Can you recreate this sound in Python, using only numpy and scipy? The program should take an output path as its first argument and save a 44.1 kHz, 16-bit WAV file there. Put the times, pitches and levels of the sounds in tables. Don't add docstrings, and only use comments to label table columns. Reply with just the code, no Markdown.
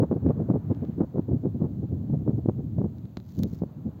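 import sys
import numpy as np
from scipy import signal
from scipy.fft import rfft, irfft, next_fast_len
from scipy.io import wavfile
from scipy.ndimage import map_coordinates

SR = 44100
rng = np.random.default_rng(int(sys.argv[2]) if len(sys.argv) > 2 else 0)


def log_audio(samples):
    frames = np.atleast_2d(samples).T
    limited = np.clip(frames, -1, 1)
    pcm = np.round(limited * 32767).astype(np.int16)
    wavfile.write(sys.argv[1], SR, pcm)


N = 176400

# frequency in Hz, density in dB.
EDDY_SPECTRUM = [(30, -9), (100, 5), (200, -0.5), (320, -2), (500, -13.5), (720, -25), (1000, -35.5),
                 (1500, -53), (2500, -68), (7000, -100)]
EDDY_HZ = 300
# centre in seconds, length in seconds,
# level in dB before PUFF_GAIN_DB, eddy frequency in Hz (higher is brighter).
WIND_PUFFS = [(0.009, 0.051, -21.5, 375), (0.033, 0.024, -22.5, 380), (0.13, 0.027, -22.5, 353),
              (0.167, 0.02, -25, 310), (.235, 0.015, -24, 280), (0.264, 0.02, -21.5, 290),
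              (0.289, 0.024, -19, 210), (0.308, 0.017, -23.5, 427), (0.397, 0.049, -25.5, 300.6),
              (0.505, 0.025, -18.5, 353), (0.556, 0.03, -23, 330), (0.715, 0.02, -19, 298),
              (0.836, 0.02, -26, 288), (0.891, 0.034, -31.5, 226), (.989, 0.013, -26, 290),
              (1.015, 0.019, -19.5, 327), (1.037, 0.015, -26.5, 355), (1.169, 0.035, -27.5, 333),
              (1.196, 0.0082, -23.5, 290), (1.294, 0.016, -26.5, 300), (1.318, 0.013, -21.5, 240),
              (1.343, 0.036, -20.5, 237), (1.458, 0.035, -24.5, 290), (1.556, 0.019, -26.5, 249),
              (1.621, 0.021, -22.5, 299), (1.649, 0.032, -26, 333), (1.841, 0.027, -29, 282),
              (1.931, 0.028, -25.5, 203), (2.045, 0.016, -30.5, 220), (2.102, 0.0073, -24.5, 237),
              (2.143, 0.019, -23.5, 282), (2.292, 0.044, -27.5, 338), (2.335, 0.009, -23, 235),
              (2.388, 0.012, -22.5, 239), (2.492, 0.022, -27, 330), (2.598, 0.019, -25.5, 230),
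              (2.788, 0.013, -18.5, 259), (2.813, 0.035, -26, 289), (2.852, 0.024, -24, 289),
              (3.05, 0.023, -34, 160), (3.393, 0.028, -25, 215), (3.447, 0.05, -24.5, 200),
              (3.534, 0.0059, -25.5, 205), (3.62, 0.01, -27.5, 270), (3.633, 0.014, -21.5, 232),
              (3.87, 0.039, -27.5, 232)]
PUFF_GAIN_DB, PUFF_STEEPNESS = 0.5, 2.54
FLUTTER_DB, FLUTTER_KNOTS_PER_S = 2.5, 210


def wind_puffs(size=16384):
    out = np.zeros(N)
    t = (np.arange(size) - size // 2) / SR
    for centre, length, db, eddy_hz in WIND_PUFFS:
        knots = 200 + t * FLUTTER_KNOTS_PER_S
        flutter = map_coordinates(rng.standard_normal(400), [knots], mode="mirror")
        swell = np.exp(-.5 * np.abs(2 * t / length) ** PUFF_STEEPNESS)
        colour = lambda hz: gain_at(EDDY_SPECTRUM, hz * EDDY_HZ / eddy_hz)
        eddies = filtered(rng.standard_normal(size), colour)
        pressure = filtered(swell * amp(FLUTTER_DB * flutter) * eddies, mic_low_cut)
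        pressure *= np.linalg.norm(swell) / np.linalg.norm(pressure)
        add(out, amp(db + PUFF_GAIN_DB) * pressure, round(centre * SR) - size // 2)
    return out


# time in seconds, peak in dB, tone in Hz (higher is brighter).
POPS_AND_THUMP = [(0.034, -15, 460), (.114, -16, 439), (0.129, -16, 350), (.263, -16, 420),
                  (0.267, -13.5, 230), (0.281, -20, 140), (0.2976, -14, 230), (0.306, -16, 430),
                  (0.503, -16, 422), (0.511, -22, 400), (0.542, -16.5, 340), (0.714, -20, 318),
                  (1.007, -15.5, 393), (1.016, -23.5, 383), (1.1835, -18, 380), (1.195, -15.5, 270),
                  (1.457, -17, 302), (1.622, -16, 280), (1.642, -20, 330), (2.137, -20.5, 280),
                  (2.278, -17.5, 390), (2.284, -14, 200), (2.295, -13, 190), (2.306, -17, 200),
                  (2.46, -11.5, 260), (2.488, -10, 310), (2.4958, -13.5, 370), (2.785, -19.5, 290),
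                  (2.817, -18, 350), (2.845, -18.5, 367), (3.174, -24, 238), (3.4, -16.5, 220),
                  (3.621, -18.5, 320), (3.636, -13, 245)]


def pops_and_thump(size=4096, tilt_db_per_octave=4, port_top_hz=2420):
    out = np.zeros(N)
    port = lambda hz: mic_low_cut(hz) / (1 + (hz / port_top_hz) ** 4)
    for time, db, tone_hz in POPS_AND_THUMP:
        phase = np.exp(2j * np.pi * rng.random())
        tone = lambda hz: gain_at(EDDY_SPECTRUM, hz * EDDY_HZ / tone_hz)
        tilt = lambda hz: amp(tilt_db_per_octave * np.log2(1 + hz / tone_hz))
        colour = lambda hz: phase * port(hz) * tone(hz) * tilt(hz)
        pulse = filtered(signal.unit_impulse(size, "mid"), colour)
        add(out, amp(db) * pulse / np.abs(pulse).max(), round(time * SR) - size // 2)
    return out


# start in seconds, peak in dB.
OVERLOADS = [(.122, -43), (.2685, -40), (.2898, -39), (1.0055, -43), (1.0175, -41.5)]
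# frequency in Hz, density in dB.
CRACK_SPECTRUM = [(1500, 11), (6000, -17), (16000, -25.5)]


def overload_cracks(size=1024):
    out = np.zeros(N)
    edge = impulse(lambda hz: gain_at(CRACK_SPECTRUM, hz), size)
    for start, db in OVERLOADS:
        add(out, amp(db) * edge / np.abs(edge).max(), round(start * SR))
    return out


# time in seconds, level in dB before gain_db.
BREEZE_LEVELS = [(.6, -35), (.85, -34.5), (1.15, -42), (1.72, -34), (2.3, -32), (2.7, -36), (2.9, -36),
                 (3.13, -46.5), (3.42, -40.5), (3.8, -42.5)]
# frequency in Hz, density in dB.
BREEZE_SPECTRUM = [(25, -8.5), (60, 6.5), (110, 5.5), (190, -1), (300, -10), (450, -24.5), (700, -35.5),
                   (1500, -77)]


def breeze(gain_db=2, flutter_db=2):
    rumble = unit(filtered(noise(BREEZE_SPECTRUM), mic_low_cut))
    return amp(curve(BREEZE_LEVELS) + gain_db + flutter_db * wobble(35)) * rumble


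# frequency in Hz, density in dB.
BODY_SPECTRUM = [(900, -2.5), (2700, -8), (4200, -0.5), (5500, -4), (6800, -1.5), (8500, -23), (11000, -23),
                 (12500, -7.5), (15600, -3)]
# start in seconds, level in dB, treble tilt in dB per octave, ring frequency in Hz.
HANDLING_CLICKS = [(.7485, -49, -12.5, 3150), (.851, -49, -13.5, 3400), (2.984, -57.5, -5.5, 3900),
                   (3.055, -51, -12.5, 3900), (3.171, -30, -13, 4070), (3.2013, -46.5, -12, 4020),
                   (3.391, -43.5, 0.5, 6200), (3.4345, -32, 0.5, 3800)]
SNAP_S = 0.00084
RING_DB, RING_WIDTH_HZ = 8, 320
RATTLE_DB, RATTLE_T60_S = -14, .05


def handling_clicks(size=4096):
    out, t = np.zeros(N), np.arange(size) / SR
    for start, db, tilt, ring_hz in HANDLING_CLICKS:
        ring = lambda hz: RING_DB / (1 + ((hz - ring_hz) / RING_WIDTH_HZ) ** 2)
        colour = lambda hz: gain_at(BODY_SPECTRUM, hz) * amp(tilt * np.log2(1 + hz / 2000) + ring(hz))
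        rattle = amp(-60 * t / RATTLE_T60_S) * filtered(rng.standard_normal(size), colour)
        snap = unit(impulse(colour, size)) + amp(RATTLE_DB) * unit(rattle)
        add(out, amp(db) * snap * np.sqrt(SNAP_S * SR / size), round(start * SR))
    return out


# time in seconds, level in dB.
BRUSH_LEVELS = [(.45, -100), (.72, -72), (.92, -71.5), (1.2, -100)]
# frequency in Hz, density in dB.
BRUSH_SPECTRUM = [(700, -4.5), (1650, 0), (3500, -11.5), (9000, -30)]
# time in seconds, level in dB.
SLIDE_LEVELS = [(3.15, -110), (3.23, -79.5), (3.29, -62.5), (3.345, -67.5), (3.39, -61.5), (3.47, -69.5),
                (3.53, -61.5), (3.58, -66.5), (3.75, -95.5), (4, -110)]


def hand_rustle(grain_db=7.5):
    slide = unit(noise(BODY_SPECTRUM) * amp(grain_db * np.tanh(wobble(300))))
    return amp(curve(SLIDE_LEVELS)) * slide + amp(curve(BRUSH_LEVELS)) * noise(BRUSH_SPECTRUM)


# time in seconds, level in dB about level_db.
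FOUNTAIN_SWELL = [(0, 4.5), (.8, 3.5), (1.15, 0.5), (3.2, -4), (4, 0.5)]
# frequency in Hz, density in dB.
FOUNTAIN_SPECTRUM = [(60, -8.5), (300, -0.5), (600, -1), (1000, -9), (1500, -17.5), (2200, -30),
                     (4000, -54)]


def lava_fountain(level_db=-59):
    return amp(level_db + curve(FOUNTAIN_SWELL) + wobble(6)) * noise(FOUNTAIN_SPECTRUM)


# frequency in Hz, density in dB.
HISS_SPECTRUM = [(500, -1.5), (2500, -1.5), (4300, -1), (5400, -10), (6700, -3), (8500, -15.5),
                 (11000, -22.5), (12200, -4), (13400, -4), (15600, -1.5)]


def mic_hiss(level_db=-72):
    return amp(level_db) * noise(HISS_SPECTRUM)


def mic_low_cut(hz, corner_hz=87.2, leak_db=-32.5):
    steep = (hz / corner_hz) ** 5
    return (steep + amp(leak_db) * hz / (hz + 10)) / (1 + steep)


def amp(db):
    return 10 ** (np.asarray(db) / 20)


def unit(x):
    return x / np.sqrt(np.mean(x ** 2) + 1e-20)


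def gain_at(spectrum, hz):
    row_hz, row_db = np.transpose(spectrum)
    return amp(np.interp(np.log(hz + 1), np.log(row_hz + 1), row_db))


def curve(rows):
    return np.interp(np.arange(N) / SR, *np.transpose(rows))


def wobble(rate):
    return map_coordinates(rng.standard_normal(4000), [np.arange(N) * rate / SR + 2], mode="mirror")


def filtered(x, response):
    size = next_fast_len(len(x) + 8192)
    return irfft(rfft(x, size) * response(np.fft.rfftfreq(size, 1 / SR)), size)[:len(x)]


def noise(spectrum):
    return unit(filtered(rng.standard_normal(N), lambda hz: gain_at(spectrum, hz)))


def impulse(gain, size):
    magnitude = np.maximum(gain(np.fft.rfftfreq(size, 1 / SR)), 1e-6)
    cepstrum = irfft(np.log(magnitude))
    cepstrum[1:size // 2] *= 2
    cepstrum[size // 2 + 1:] = 0
    return irfft(np.exp(rfft(cepstrum)))


def add(track, x, start):
    a, b = max(start, 0), min(start + len(x), N)
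    track[a:b] += x[a - start:b - start]


def scene():
    buffeting = wind_puffs() + pops_and_thump() + overload_cracks() + breeze()
    background = lava_fountain() + mic_hiss()
    handling = handling_clicks() + hand_rustle()
    return (buffeting + background + handling)[None]


def record(dry):
    top_hz = 15900
    return np.array([filtered(x, lambda hz: hz < top_hz) for x in dry])


dry = scene()
out = record(dry)
log_audio(out)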